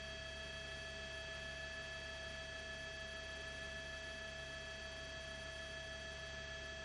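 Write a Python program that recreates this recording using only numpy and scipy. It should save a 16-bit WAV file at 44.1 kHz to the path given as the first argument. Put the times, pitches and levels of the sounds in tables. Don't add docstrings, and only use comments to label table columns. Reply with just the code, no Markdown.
import sys
import numpy as np
from scipy import signal
from scipy.fft import rfft, irfft, next_fast_len
from scipy.io import wavfile
from scipy.ndimage import uniform_filter1d

SR = 44100
rng = np.random.default_rng(int(sys.argv[2]) if len(sys.argv) > 2 else 0)


def master(y):
    cut = np.clip(np.atleast_2d(y).T, -1, 1)
    pcm = np.round(cut * 32767)
    wavfile.write(sys.argv[1], SR, pcm.astype(np.int16))


def linear_from_db(decibels):
    return 10 ** (np.asarray(decibels, float) / 20)


N = 301644
T = np.arange(N) / SR

# f/Hz, level/dB
RUMBLE_SPECTRUM = [(20, -17.5), (27, -15.5), (31, -12), (36, -2), (46, -19.5), (55, -10), (64, -2),
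                   (100, 0), (210, -4), (250, -2), (320, -7), (410, 1.5), (480, -8.5), (900, -22)]
# f/Hz, level/dB
RUSH_SPECTRUM = [(300, -9.5), (620, 0.5), (850, 1), (1060, -3.5), (1300, 1.5), (1720, -2.5), (2000, -1),
                 (2400, 1.5), (3300, -2), (3900, -5.5), (5150, -6.5), (5450, -8.5), (6000, -8.5),
                 (8000, -19.5)]
# f/Hz, width/Hz, depth/dB
MICROPHONE_DIPS = [(4250, 150, 1.5), (4850, 130, 2), (5440, 120, 3.5), (7400, 400, 3.5), (8250, 400, 2),
                   (10050, 250, 2)]
CABIN_MODE_HZ, CABIN_MODE_WIDTH_HZ, CABIN_MODE_DB, CABIN_SIDES_DB = 404, 16, 4, -2.5
# t/s, f/Hz, level/dB (rms)
CORE_WHISTLE = [(0, 8820, -89.5), (.24, 8833, -82), (.55, 8842, -82.5), (.8, 8838, -79),
                (1.22, 8817, -81.5), (1.9, 8805, -86), (2.3, 8812, -81), (2.7, 8818, -80.5),
                (3.1, 8813, -93), (3.62, 8823, -80), (3.95, 8816, -85), (4.4, 8811, -89),
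                (4.66, 8806, -81.5), (5.1, 8813, -89), (5.37, 8823, -78.5), (5.72, 8830, -79.5),
                (6.11, 8820, -81.5), (6.45, 8807, -94)]
# t/s, blade f/Hz
FAN_SPEED = [(0, 69.7), (.6, 69.97), (1.15, 69.63), (1.85, 70.68), (2.25, 70.02), (2.68, 70.03),
             (2.93, 70.22), (3.22, 69.72), (3.95, 69.72), (4.4, 70.14), (4.68, 69.58), (5.13, 69.68),
             (5.6, 70.46), (5.9, 69.95), (6.15, 69.96), (6.84, 70.36)]
# multiple of blade f, level/dB
FAN_HARMONICS = [
    (.5, -31.5),
    (1, 1.5),
    (2, -5.5),
    (3, -13),
]
FAN_DB, FAN_SWELL_DB = -59, .5

ROTOR_HZ = 6.525
# t/s, departure/(parts per thousand)
ROTOR_DRIFT = [(0, -.65), (.15, -.92), (.72, 0), (1.03, -.17), (1.72, .79), (2.28, .05), (2.68, .43),
               (3.15, -.04), (3.68, .59), (4.26, .59), (4.6, .46), (5.04, -.33), (5.45, -.09), (5.76, .46),
               (6.02, .18), (6.42, .6), (6.7, .62), (6.84, .35)]
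MESH_LOAD = {"bevel": (-0.86, 2.7, -0.3), "fourth": (1.2, 1.1, -0.63), "fifth": (0.74, -1.3, -0.14),
             "seventh": (.8, -1.2, -.12)}
# rotor order, level/dB (rms)
PUMP_LINES = [(208.0, -81.3), (260.0, -62.1), (468.0, -76.7), (520.0, -84.1), (572.0, -82.3),
              (624.0, -80.6), (676.0, -82.8), (780.0, -83.0), (884.0, -76.2), (936.0, -85.0),
              (988.0, -92.8), (1092.0, -95.9), (1300.0, -98.9)]
TAIL_LEVELS = [-77, -79, -78, -78, -80, -76]
TAIL_ORDER = 10.6
# rotor order, level/dB (rms)
SHAFT_LINES = [(5.99, -68.2), (9.0, -78.0), (15.55, -72.9), (95.82, -79.4), (106.78, -76.4),
               (171.04, -79.5), (177.66, -81.8), (221.0, -83.5), (224.25, -79.9), (279.88, -83.2),
               (295.42, -85.3), (440.0, -84.8), (810.0, -89.3), (875.56, -91.2), (885.01, -87.3),
               (886.29, -90.2), (914.34, -90.7), (923.0, -88.9), (932.94, -75.5), (944.99, -81.0),
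               (951.6, -83.3), (959.34, -92.3), (1047.46, -88.8), (1057.34, -92.9), (1136.59, -86.2),
               (1143.19, -86.0), (1156.37, -87.7), (1162.98, -93.9), (1176.99, -94.6), (1258.85, -99.6),
               (5.3, -85.0), (139.12, -82.7), (147.33, -86.7), (160.0, -88.6), (186.71, -85.7),
                   (233.24, -85.6), (248.78, -86.3), (322.89, -86.5), (380.11, -84.6), (389.86, -82.8),
                   (529.74, -84.9), (539.99, -88.6), (649.99, -89.1), (760.0, -90.8), (785.0, -89.4),
                   (815.0, -95.2), (964.78, -92.3), (992.33, -94.5), (1026.23, -96.6), (1040.8, -93.7),
                   (1067.15, -97.7), (1109.73, -101.1), (1169.58, -98.9), (1177.49, -96.1),
                   (1189.84, -100.4), (1239.06, -100.7), (1252.22, -99.7), (1334.84, -101.3)]
FADE_DB, FADE_DB_PER_ORDER, FADES_PER_S = 1, .002, 1
# rotor order, level/dB (rms)
BEVEL_LINES = [(225.33, -84.7), (238.33, -79.0), (242.67, -81.7), (256.33, -82.8), (263.33, -71.4),
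               (264.33, -54.0), (266.33, -82.3), (267.33, -81.6), (270.33, -77.4), (273.33, -84.5),
               (276.33, -83.6), (317.67, -87.0), (335.67, -80.7), (364.33, -83.4), (367.33, -80.3),
               (459.33, -86.0), (464.33, -85.7), (472.33, -87.3), (525.67, -85.5), (528.67, -72.6),
               (619.67, -88.5), (664.33, -86.3), (680.33, -91.5), (775.67, -87.2), (784.33, -89.6),
               (788.67, -88.3), (827.67, -98.2), (836.33, -91.6)]
BEVEL_MESH = 793 / 3
# rotor order, level/dB (rms)
PLANET_LINES = [(100.0, -56.5), (101.0, -81.2), (105.0, -84.3), (195.0, -81.3), (197.0, -80.8),
                (199.0, -79.9), (200.0, -72.0), (201.0, -76.2), (203.0, -83.7), (206.0, -82.2),
                (298.0, -82.8), (300.0, -70.3), (302.0, -82.6), (394.0, -84.2), (395.0, -83.6),
                (397.0, -84.9), (399.0, -77.1), (400.0, -62.0), (401.0, -76.5), (402.0, -78.4),
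                (403.0, -79.7), (494.0, -83.7), (495.0, -72.5), (496.0, -83.3), (497.0, -85.2),
                (500.0, -59.0), (501.0, -79.9), (503.0, -85.5), (504.0, -84.8), (505.0, -76.9),
                (595.0, -82.5), (596.0, -87.3), (598.0, -87.2), (599.0, -85.5), (600.0, -79.1),
                     (601.0, -87.4), (602.0, -78.1), (605.0, -82.0), (695.0, -75.7), (698.0, -85.8),
                     (700.0, -65.6), (702.0, -88.4), (793.0, -78.1), (795.0, -77.7), (800.0, -84.8),
                     (802.0, -88.3), (805.0, -83.4), (895.0, -84.5), (898.0, -88.0), (900.0, -78.5),
                     (902.0, -83.6), (905.0, -84.0), (995.0, -93.8), (998.0, -85.5), (1003.0, -82.5),
                     (1004.0, -91.2), (1005.0, -87.3), (1195.0, -97.0), (1205.0, -102.2), (1305.0, -101.2)]
PLANET_PHASE = {200: -.46, 500: .3, 600: .45, 700: -.23, 800: .41, 900: -.13}

# from t/s, to t/s, share of frames sent (0-1)
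TOP_SPELLS = [(0, .115, .8), (.26, .91, .79), (1.12, 1.24, .8), (1.34, 1.65, .92), (1.72, 2.47, .52),
              (2.585, 2.61, 1), (2.73, 3.5, .53), (3.52, 3.74, .78), (3.76, 4.2, .89), (4.22, 4.34, .6),
              (4.36, 4.55, 1), (4.6, 5.11, .48), (5.2, 5.44, .7), (5.51, 5.755, .9), (5.82, 6.31, .33),
              (6.64, 6.66, 1)]
UPPER_LOST = [1.579, 2.971, 3.283, 3.907, 4.363, 6.187, 6.451, 6.643]
# from t/s, to t/s
GAP_SENT = [(.155, .18), (.2, .245), (.73, .765), (4.075, 4.1)]
# f/Hz, level/dB
LINE_HISS = [(9000, -0.5), (11300, -11), (11900, 0.5), (14100, 0), (14600, -10), (22000, -13)]
FRAME_S, FIRST_FRAME_S, BIT_JITTER = .024, -.005, 1.3


def unit(x):
    return x / np.sqrt(np.mean(x ** 2) + 1e-20)


def curves(rows):
    s, *cols = np.transpose(rows)
    return [np.interp(T, s, c) for c in cols]


def wobble(rate):
    knots = int(N * rate / SR) + 4
    return np.interp(T * rate, np.arange(knots), rng.standard_normal(knots))


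def waver(db, rate):
    knots = int(N * rate / SR) + 2
    gains = linear_from_db(db * rng.standard_normal(knots))
    slow = np.interp(T[::32] * rate, np.arange(knots), gains)
    return np.repeat(unit(slow).astype(np.float32), repeats=32)[:N]


def bell(hz, centre_hz, width_hz):
    return np.exp(-((hz - centre_hz) / width_hz) ** 2)


def filtered(x, response):
    m = next_fast_len(N + 8192, True)
    gain = response(np.fft.rfftfreq(m, 1 / SR)).astype(np.float32)
    return irfft(rfft(x.astype(np.float32), m) * gain, m)[:N]


def noise(spectrum):
    f, db = np.transpose(spectrum)
    response = lambda hz: linear_from_db(np.interp(np.log(hz + 1), np.log(f), db))
    return unit(filtered(rng.standard_normal(N), response))


def band(x, lo_hz, hi_hz, edge_hz):
    step = lambda u: np.sin(np.pi / 2 * np.clip(u / edge_hz + .5, 0, 1)) ** 2
    return filtered(x, lambda hz: step(hz - lo_hz) * step(hi_hz - hz))


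def tone(turns, db, start=None):
    cycles = turns + (rng.random() if start is None else start)
    cycles -= np.floor(cycles)
    return np.float32(np.sqrt(2) * linear_from_db(db)) * np.sin(np.float32(2 * np.pi) * cycles.astype(np.float32))


def airflow():
    def cabin(hz):
        mode_db = CABIN_MODE_DB * bell(hz, CABIN_MODE_HZ, CABIN_MODE_WIDTH_HZ)
        sides_db = CABIN_SIDES_DB * bell(hz, CABIN_MODE_HZ, 4 * CABIN_MODE_WIDTH_HZ)
        return linear_from_db(-1.5 * bell(hz, 135, 25) + mode_db + sides_db)

    def microphone(hz):
        return linear_from_db(-sum(db * bell(hz, dip_hz, width_hz) for dip_hz, width_hz, db in MICROPHONE_DIPS))

    rumble_db = -60.5 + 0.28 * wobble(1.5) + 0.71 * wobble(9.5)
    rumble = linear_from_db(rumble_db) * filtered(noise(RUMBLE_SPECTRUM), cabin)
    casing = linear_from_db(-71.5) * unit(band(rng.standard_normal(N), 1665, 1760, 30))
    rush_db = -59 + 0.53 * wobble(1.4) + 0.62 * wobble(25)
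    rush = linear_from_db(rush_db) * filtered(noise(RUSH_SPECTRUM), microphone)
    return rumble + casing + rush


def turbine_core():
    hz, db = curves(CORE_WHISTLE)
    turns = np.cumsum(hz + 1.8 * wobble(20)) / SR
    turns_13 = turns * 13 / 11
    order_11 = tone(turns, db + 2.5) + tone(18000 * T - turns, db + 2)
    order_13 = tone(turns_13, -79.5 + 2.5 * wobble(5))
    mirror_13 = tone(21000 * T - turns_13, -80 + 2.5 * wobble(5))
    return order_11 + order_13 + mirror_13


def fan():
    hz, = curves(FAN_SPEED)
    turns = np.cumsum(hz) / SR + .006 * wobble(9)
    blades = [tone(k * turns, level + 0.3 * wobble(8.4), 1 / 4) for k, level in FAN_HARMONICS]
    return linear_from_db(FAN_DB + FAN_SWELL_DB * wobble(2)) * sum(blades)


def rotor_turns():
    turns = np.cumsum(ROTOR_HZ * (1 + curves(ROTOR_DRIFT)[0] / 1000)) / SR
    shiver = 6e-5 * np.sin(2 * np.pi * .7 * turns) + 5e-5 * np.sin(2 * np.pi * 1.09 * turns)
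    return turns + shiver


def load_db(mesh):
    start_db, db_per_thousandth, db_per_s = MESH_LOAD[mesh]
    return start_db + db_per_thousandth * curves(ROTOR_DRIFT)[0] + db_per_s * T


def shafts(turns):
    pump = sum(tone(order * turns, db, .34 * order / 260) * waver(.6, 3) for order, db in PUMP_LINES)
    tail = sum(tone((k + 1) * TAIL_ORDER * turns, db, 1 / 4) * waver(.8, 3)
               for k, db in enumerate(TAIL_LEVELS))
    lone = np.zeros(N, np.float32)
    for order, db in SHAFT_LINES:
        fade_db = FADE_DB + FADE_DB_PER_ORDER * order
        lone += tone(order * turns, db + 1.34) * waver(fade_db, FADES_PER_S)
    return pump + tail + lone


def bevel_mesh(turns):
    out = np.zeros(N, np.float32)
    for order, db in BEVEL_LINES + [(BEVEL_MESH + 1, -76)]:
        side = round(order - BEVEL_MESH, 1)
        exact = round(3 * order) / 3
        start = .37 * side if abs(side) <= 1 else None
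        out += tone(exact * turns, db, start) * waver(.5, 3)
    return linear_from_db(load_db("bevel") + 0.83 + 0.33 * wobble(9)) * out


def planet_stage(turns):
    swell = {4: linear_from_db(load_db("fourth")), 5: linear_from_db(load_db("fifth")), 7: linear_from_db(load_db("seventh"))}
    lag = rng.random((15, 9))
    out = np.zeros(N, np.float32)
    for order, db in PLANET_LINES:
        mesh = round(order / 100)
        side = round(order - 100 * mesh)
        delay = lag[mesh, abs(side)]
        if abs(side) == 5:
            delay = PLANET_PHASE.get(100 * mesh, 0)
        start = lag[mesh, 0] - np.sign(side) * delay
        if mesh == 4 and side != 0:
            start -= 1 / 4
        line = tone(order * turns, db + 0.14 * mesh / 2, start)
        out += line * waver(0.5 + 0.03 * mesh, 3.495) * swell.get(mesh, 1)
    return out


def scene():
    turns = rotor_turns()
    background = airflow() + turbine_core() + fan()
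    return (background + shafts(turns) + bevel_mesh(turns) + planet_stage(turns))[None]


def frames(spans):
    on = np.zeros(N)
    for start, stop in spans:
        on[round(start * SR):round(stop * SR)] = 1
    return uniform_filter1d(uniform_filter1d(on, size=180), size=180)


def top_frames():
    starts = np.arange(FIRST_FRAME_S, N / SR, FRAME_S)
    costs = 1 / 2 + BIT_JITTER * (rng.random(len(starts)) - 1 / 2)
    middles = starts + FRAME_S / 2
    sent = []
    for first, last, share in TOP_SPELLS:
        inside = (middles > first) & (middles < last)
        spare = 1
        for s, cost in zip(starts[inside], costs[inside]):
            if spare >= cost or share == 1:
                sent.append((max(s, 0), s + FRAME_S))
                spare -= 1
            spare += share
    return frames(sent)


def radio_link(x):
    top_on = top_frames()
    lost = band(frames((s, s + FRAME_S) for s in UPPER_LOST) * x, 8250, SR, 300)
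    low = band(x - lost, -100, 8960, 640)
    gap = linear_from_db(-8) * band(frames(GAP_SENT) * x, 9200, 9750, 400)
    switched = band(top_on * band(x, 9500, 10900, 300), 9000, 10570, 330)
    top = linear_from_db(-2) * band(switched, 9800, SR, 640)
    image = linear_from_db(-104.5) * top_on * unit(band(rng.standard_normal(N), 15000, 15750, 300))
    return low + gap + top + image + linear_from_db(-93) * noise(LINE_HISS)


def low_pass(x):
    return signal.sosfilt(signal.butter(12, 15700, fs=SR, output="sos"), x)


def record(dry):
    heard = dry[0] - .3 * band(dry[0], 7800, 8740, 200)
    return low_pass(radio_link(heard)[None])


dry = scene()
out = record(dry)
master(out)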